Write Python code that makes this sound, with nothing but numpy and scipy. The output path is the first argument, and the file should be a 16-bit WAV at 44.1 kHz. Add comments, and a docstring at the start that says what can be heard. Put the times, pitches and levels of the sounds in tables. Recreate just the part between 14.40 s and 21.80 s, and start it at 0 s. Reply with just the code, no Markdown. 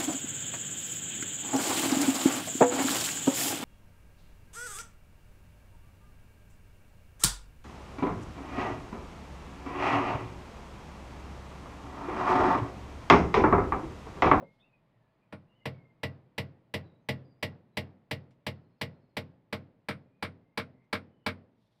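"""Hammering in a small workshop

A small hammer flattens a steel tang, the end of a tool that pokes through its wooden handle.
Every blow shakes the same steel, handle and bench and echoes off the same walls, so the taps
sound alike and change slowly as the tang flattens. Behind them are soft bumps, ticks and a rustle,
birds whistling faintly outside, and a low room hum."""
import sys
import numpy as np
from scipy import signal
from scipy.fft import rfft, irfft, next_fast_len
from scipy.io import wavfile
from scipy.ndimage import map_coordinates

SR = 44100
rng = np.random.default_rng(int(sys.argv[2]) if len(sys.argv) > 2 else 0)


def generate_wav(sig):
    """Save sig (samples, or channels by samples) to the path in sys.argv[1] as 16-bit PCM at SR."""
    pcm = np.round(np.clip(np.atleast_2d(sig).T, -1, 1) * 32767).astype(np.int16)
    wavfile.write(sys.argv[1], SR, pcm)


N = 326340

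# Hammer blows (time [s], strength [dB], how flat it lands [0-1], sharpness [dB], thump [dB])
BLOWS = [(0.9254, -37, 0.71, -11.5, 3), (1.256, -26.5, 0.09, -5.5, 0), (1.6331, -25, 0, -4, 0.5),
         (1.9804, -25.5, 0, -0.5, 1), (2.3399, -25, 0.02, -1, -2.5), (2.6882, -23.5, 0, -2, -4.5),
         (3.0274, -24.5, 0.01, 0.5, -1.5), (3.3708, -24.5, 0, 0.5, -4), (3.7115, -26.5, 0.1, 1.5, -1),
         (4.066, -26.5, 0.21, 0.9, -2), (4.4133, -26, 0.2, 1.5, 1), (4.7684, -27.5, 0.5, 2, -3),
         (5.1272, -27, 0.6, -1.5, -4.5), (5.486, -28, 0.85, 0, -2), (5.8255, -28, 0.85, 0, -7),
         (6.1751, -27.5, 0.99, 3, -7.5), (6.5287, -26, 1, 2.5, -13), (6.8634, -25, 0.92, 2, -13.5)]
# The tone of a blow on the tip, and of a flat blow (frequency [Hz], boost [dB])
TIP_TONE = [(92, 5.5), (135, 1.5), (230, 1.5), (520, 6), (950, -1.5), (1400, -7.5), (2050, 5.5),
            (2350, 0.5), (2800, 2.5), (3800, -1.5), (9000, -6)]
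FLAT_TONE = [(92, 6), (135, 1), (230, 8), (520, 7.5), (950, 4), (1400, 10), (2050, 2), (2350, 6),
             (2800, -1.5), (3800, -0.5), (9000, -8)]
# Where sharpness and bench thump change the tone (frequency [Hz], share [0-1])
SHARPNESS = [(1400, 0.0076), (2100, 0.46), (3800, .8), (9000, 1)]
THUMP = [(92, 0), (135, 0.88), (230, 0), (520, 0)]
def hammer():
    """Each blow rings wood and steel and stirs echoes; how it lands sets the tone."""
    out, t = np.zeros(N), np.arange(SR * 6 // 10) / SR
    echo_patterns = rng.standard_normal((2, len(t)))
    for start, db, flat, sharp_db, thump_db in BLOWS:
        early, late = wall_echoes(t, start, echo_patterns)
        tone_db = lambda hz: ((1 - flat) * along(TIP_TONE, hz) + flat * along(FLAT_TONE, hz)
                              + sharp_db * along(SHARPNESS, hz) + thump_db * along(THUMP, hz))
        tap = filtered(early + wood_ring(t) + tang_ring(t, flat), lambda hz: amp(tone_db(hz)))
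        tap *= 1 - np.exp(-(t / .0021) ** 2)  # the soft tang gives way before it rings
        add(tap, .022, handle_bounce(tap, start))
        blow = amp(db) * (tap + late + head_ring(t, flat))
        add(out, start - .0017, blow)  # contact begins just before the sound peaks
    return out


# The notes of the bench, floor and handle (frequency [Hz])
WOOD_HZ = [93, 110, 131, 150, 168, 192, 208, 231, 252, 277, 298, 354, 390, 417, 456, 480, 526, 612, 654,
           692, 734, 822, 848, 892, 962, 1035, 1074, 1125, 1175]
# How each of them rings (level [dB], fade time [s])
WOOD_RINGS = [(1.5, 0.31), (-6, 0.24), (4.5, 0.38), (-3.5, 0.36), (-11, 0.61), (-5, .25), (1.5, 0.21),
              (-8.5, 0.027), (-7, 0.36), (-8, 0.2), (-5, .2), (-8, 0.12), (-12, 0.071), (-13, 0.062),
              (1, 0.12), (-9.5, 0.18), (-15, 0.23), (1, 0.12), (-8, 0.15), (-7.5, 0.03), (-23.5, 0.05),
              (-3.5, 0.081), (-2, 0.12), (-40, 0.16), (-19.5, 0.039), (-15.5, 0.085), (-11.5, 0.24),
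              (-17, 0.16), (-19, 0.088)]
def wood_ring(t):
    """The wood shakes at many notes at once; the low ones come from the big boards and floor."""
    notes = np.c_[WOOD_HZ, WOOD_RINGS]
    is_low = notes[:, 0] < 330
    low = amp(-11) * ringing(notes[is_low], t, spread_db=2.4, rise=1.3, flip=0.95, lag=3.2)
    high = amp(-9) * ringing(notes[~is_low], t, spread_db=1, rise=3, flip=0.97)
    return low + high


# The notes of the tang and the top of the handle (frequency [Hz])
TANG_HZ = [1340, 1432, 1600, 1722, 1871, 1954, 1990, 2040, 2078, 2203, 2290, 2420, 2492, 2640, 2778, 2935,
           3112, 3380, 3590, 3925, 4247, 4440, 4830, 5040]
# How each of them rings (level [dB], fade time [s])
TANG_RINGS = [(-10, 0.14), (-12.5, 0.11), (-23, 0.037), (-13.5, 0.05), (-6.5, 0.13), (-4.5, 0.14),
              (-3.5, 0.086), (1, 0.046), (-6, 0.067), (-0.5, 0.071), (-3, 0.041), (-9.5, 0.041),
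              (-20, 0.05), (-7.5, 0.068), (-7, 0.13), (-6.5, 0.11), (-16, 0.023), (-8.5, 0.11),
              (-18, 0.053), (-4, 0.081), (-7, 0.051), (-5.5, 0.015), (-11, 0.055), (-10, 0.12)]
def tang_ring(t, flat):
    """The struck steel rings; a hammer that lands flat cuts the upper notes short."""
    notes = np.c_[TANG_HZ, TANG_RINGS]
    is_upper = notes[:, 0] > 1500
    notes[:, 2] *= 1 - .45 * flat * is_upper
    return amp(-10.5 + 0.5 * flat) * ringing(notes, t, spread_db=2, rise=3.5, flip=-0.989)


# The hammer head's one high note (frequency [Hz], level [dB], fade time [s])
HEAD_NOTE = [(8856, 0, .14)]
def head_ring(t, flat):
    """The head rings out once it lands flat enough."""
    level_db = np.interp(flat, (.5, .75), (-52, -29))
    return amp(level_db) * ringing(HEAD_NOTE, t, spread_db=-4, rise=17, flip=1)


def handle_bounce(tap, start):
    """The handle jumps and lands with a thinner tap, louder once the tang is bent down."""
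    bent_down_s, centre_hz, width_hz = 5.3, 1900, 1500
    band = lambda hz: 1j * hz * width_hz / (centre_hz ** 2 - hz ** 2 + 1j * hz * width_hz)
    return amp(-5 if start > bent_down_s else -22) * filtered(tap, band)


# The tone of the first echoes, and of the late ones (frequency [Hz], level [dB])
EARLY_TONE = [(60, -47), (150, -22.5), (350, -28), (600, -18), (1000, -16.5), (1330, -17), (1800, -18),
              (2100, -13.5), (2820, -16), (4950, -18.5), (5600, -23), (6300, -34), (8290, -28),
              (14600, -32), (16400, -47.5)]
LATE_TONE = [(60, -77), (105, -17), (300, -23), (600, -27), (1100, -36.5), (2000, -36), (5000, -46.5),
             (7000, -73), (16000, -86.5)]
# How long the first echoes last (frequency [Hz], fade time [s])
EARLY_FADE = [(60, 1), (160, 0.59), (420, 0.082), (1100, 0.12), (2900, 0.098), (7700, 0.093),
              (14000, 0.094)]
# How much of them is new at each blow (frequency [Hz], share [0-1])
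NEW_SHARE = [(100, 0), (700, 0.35), (3000, 0), (9000, 0.1)]
def wall_echoes(t, start, patterns):
    """The walls answer with a quick knock, then a softer wash of late echoes."""
    turn = 0.15 * start  # the contact point wanders, and the echo pattern with it
    pattern = np.cos(turn) * patterns[0] + np.sin(turn) * patterns[1]
    kept = filtered(pattern, lambda hz: np.sqrt(1 - along(NEW_SHARE, hz)))
    new = filtered(noise(t), lambda hz: np.sqrt(along(NEW_SHARE, hz)))
    early = fading(kept + new, EARLY_TONE, EARLY_FADE) * (1 - np.exp(-t / 0.00043))
    late = fading(noise(t), LATE_TONE, [(100, 1.0), (3000, 0.36)]) * (1 - np.exp(-t / 0.015))
    return amp(-3) * early, amp(-22.5) * late


# Soft bumps, and small dry ticks (time [s], level [dB])
BUMPS = [(.002, -42), (.02, -41.5), (.036, -58)]
TICKS = [(3.908, -69.5), (6.441, -83)]
# The dull tone of a bump (frequency [Hz], level [dB])
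BUMP_TONE = [(35, -56), (60, -22), (191, -0.5), (302, -16.5), (569, -1), (715, -14.5), (981, -16.5),
             (1810, -34.5), (4000, -46), (5200, -79), (8800, -120)]
def bumps_and_ticks():
    """The handle settles on the bench, wood on wood; later come two faint ticks."""
    out, t = np.zeros(N), np.arange(SR // 4) / SR
    soft_landing = 1 - np.exp(-(t / .004) ** 2)
    for start, db in BUMPS:
        bump = fading(noise(t), BUMP_TONE, [(100, .25), (600, .15), (3000, .1)])
        add(out, start, amp(db) * bump * soft_landing)
    tick_tone = [(600, -16), (2000, 6.5), (6000, -8), (12000, -22), (14000, -43)]
    for start, db in TICKS:
        add(out, start, amp(db - 3) * fading(noise(t), tick_tone, [(1000, 0.13)]))
    return out


# How loud the rustle is (time [s], level [dB])
RUSTLE_LEVEL = [(0, -86), (.2, -89), (.3, -110), (7.05, -110), (7.2, -86.5), (7.4, -87)]
# The tone of cloth (frequency [Hz], level [dB])
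CLOTH_TONE = [(1500, -35.5), (3500, -6.5), (5500, -16), (7000, -24), (12500, -25), (14000, -49)]
def rustle(t):
    """A faint, grainy hiss of cloth at the start and the end."""
    grain = amp(1.8 * wobble(400, np.linspace(0, 399, N)))
    cloth = unit(grain * shaped(noise(t), CLOTH_TONE))
    return amp(along(RUSTLE_LEVEL, t, warp=np.asarray)) * cloth


# Bird whistles (time [s], length [s], first pitch [Hz], last pitch [Hz], bend in the middle [Hz],
# first level [dB], last level [dB], pitch flutter [Hz])
WHISTLES = [(0.022, 0.11, 2090, 2165, 27, -68, -71, 16), (.13, 0.094, 2165, 2165, 0, -82, -86, 13),
            (.185, .055, 2860, 3400, 550, -63, -82, 66), (.22, .065, 2530, 2720, 107, -61, -84, 30),
            (.28, .035, 2700, 2430, 0, -68, -77.5, 44), (.32, .05, 2560, 2450, 1, -72, -74, 37),
            (.52, .24, 1977, 1690, -110, -76.5, -94, 35), (.8, .11, 2370, 2280, 7, -78, -91, 61),
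            (1.066, 0.19, 2660, 2780, 230, -79, -75.5, 62), (1.089, 0.21, 1960, 2040, 31, -87, -79, 45),
            (1.3, .24, 2346, 2126, -86, -70, -78.5, 14), (1.55, .08, 2165, 2110, 0.5, -85, -81.5, 21),
            (2.418, 0.11, 3960, 3650, 88, -74, -81, 68), (2.498, 0.093, 3790, 3900, 33, -78, -85, 35),
            (2.6, 0.073, 6600, 5950, -1, -102, -95, 56), (2.828, .13, 4900, 4620, 35.5, -88, -85, 58),
            (2.96, 0.074, 5000, 4950, 7, -88, -86, 69), (3.31, 0.07, 4030, 3960, -2, -86.5, -83.5, 56),
            (5.6, .25, 2330, 2430, 21, -93, -82, 34), (6.0, 0.18, 2070, 2186, 5.5, -91.5, -83, 47),
            (6.308, 0.18, 2050, 2150, 11, -82.5, -83.5, 123),
            (6.67, 0.2, 2926, 2990, 28.5, -89.5, -84.5, 55)]
def birds():
    """Raspy, sliding whistles and a trill, blurred by outdoor echoes."""
    out = trill()
    for start, length, from_hz, to_hz, bend_hz, flutter_hz, first_db, last_db in (
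            row[:5] + (row[7],) + row[5:7] for row in map(tuple, WHISTLES)):
        t = np.arange(0, length, 1 / SR)
        progress = t / length
        soft_ends = np.clip(np.minimum(t, length - t) / 0.027, 0, 1)
        flicker = amp(3.5 * wobble(60, t * 70))  # moving air makes the level flicker
        pitch = from_hz + (to_hz - from_hz) * progress + bend_hz * np.sin(np.pi * progress)
        pitch += flutter_hz * wobble(200, t * 180)
        level = amp(first_db + (last_db - first_db) * progress)
        add(out, start, level * soft_ends * flicker * whistle(pitch))
    t = np.arange(SR // 5) / SR
    echo = noise(t) * amp(-60 * t / 0.18)
    return amp(-5) * out + amp(-3) * signal.fftconvolve(out, echo / np.linalg.norm(echo))[:N]


# How loud the trill is (time [s], level [dB])
TRILL_LEVEL = [(4.1, -92), (4.4, -89), (4.77, -89.5)]
def trill():
    """A far bird chirps about 13 times a second, each chirp dropping onto a held note."""
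    out, t = np.zeros(N), np.arange(TRILL_LEVEL[0][0], TRILL_LEVEL[-1][0], 1 / SR)
    progress = (t - 4.29) * 12.9 % 1  # runs from 0 to 1 in each chirp
    pitch = 4240 + 950 * np.exp(-(progress / .24) ** 6) + 100 * wobble(200, (t - t[0]) * 200)
    pulses = np.sin(np.pi * np.clip(progress / .9, 0, 1)) ** 0.4
    add(out, t[0], amp(along(TRILL_LEVEL, t)) * pulses * whistle(pitch))
    return out


# The tone of the room's hum (frequency [Hz], level [dB])
HUM_TONE = [(15, -51.5), (25, -4), (97, -16), (114, 6.5), (138, -2.5), (154, -0.5), (409, -14),
            (649, -10.5), (763, -18.5), (828, -12.5), (1590, -24.5), (1920, -22), (4960, -38), (5530, -45),
            (16400, -50.5)]
# How its loudness drifts (time [s], change [dB])
HUM_DRIFT = [(0.0, 3), (7.4, -2.5)]
def room_hum(t):
    """A low wash of noise that slowly gets quieter."""
    drift_db = along(HUM_DRIFT, t, warp=np.asarray)
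    return amp(-72 + drift_db) * unit(shaped(noise(t), HUM_TONE))


def amp(db):
    return 10 ** (np.asarray(db) / 20)


def unit(x):
    return x / np.sqrt(np.mean(x ** 2) + 1e-20)


def noise(t):
    return rng.standard_normal(len(t))


def wobble(count, at):
    """A smooth curve through count random values."""
    return map_coordinates(rng.standard_normal(count), [at])


def whistle(pitch):
    """A pure tone that follows a pitch in Hz."""
    return np.sqrt(2) * np.sin(2 * np.pi * np.cumsum(pitch) / SR)


def along(points, at, warp=np.log1p):
    """Reads between a table's rows, on a log scale by default."""
    places, values = np.transpose(points)
    return np.interp(warp(at), warp(places), values)


def filtered(x, response):
    """Turns each frequency up or down by response(hz)."""
    size = next_fast_len(x.shape[-1] + 8192)
    return irfft(rfft(x, size) * response(np.fft.rfftfreq(size, 1 / SR)), size)[..., :x.shape[-1]]


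def shaped(x, tone):
    """Gives a sound the tone in a table."""
    return filtered(x, lambda hz: amp(along(tone, hz)))


def add(track, start, sound):
    """Mixes a sound in at start seconds."""
    part = track[round(start * SR):][:len(sound)]
    part += sound[:len(part)]


def ringing(notes, t, spread_db, rise, flip, lag=0):
    """Slightly uneven notes that swell over rise cycles and drop 60 dB in their fade time."""
    hz, db, fade_s = np.transpose(notes)[:, :, None]
    uneven_db = rng.normal(0, 1, hz.shape) * spread_db
    sign = flip ** np.arange(len(hz))[:, None]  # below zero, neighbours swing opposite ways
    level = amp(db + uneven_db - 60 * t / fade_s) * (1 - np.exp(-t * hz / rise))
    waves = np.sin(2 * np.pi * (hz * t - lag * np.log(hz)))  # lag makes low notes peak last
    return np.sum(sign * level * waves, axis=0)


def fading(hiss, tone, fade_times):
    """Shaped noise in which each frequency fades at its own speed."""
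    hz, t, bands = signal.stft(unit(shaped(hiss, tone)), SR, nperseg=256)
    bands *= amp(-60 * t / along(fade_times, hz)[:, None])
    return signal.istft(bands, SR, nperseg=256)[1][:len(hiss)]


def scene():
    """The work at the bench, with birds and hum behind it."""
    t = np.arange(N) / SR
    work = hammer() + bumps_and_ticks() + rustle(t)
    # the deepest lows, below about 70 Hz, are turned down
    low_cut = lambda hz: (1j * hz / (70 + 1j * hz)) ** 2
    return (filtered(work, low_cut) + birds() + room_hum(t))[None]


def record(dry):
    """Removes the very highest treble."""
    return filtered(dry, lambda hz: hz < 16400)


dry = scene()
out = record(dry)
generate_wav(out)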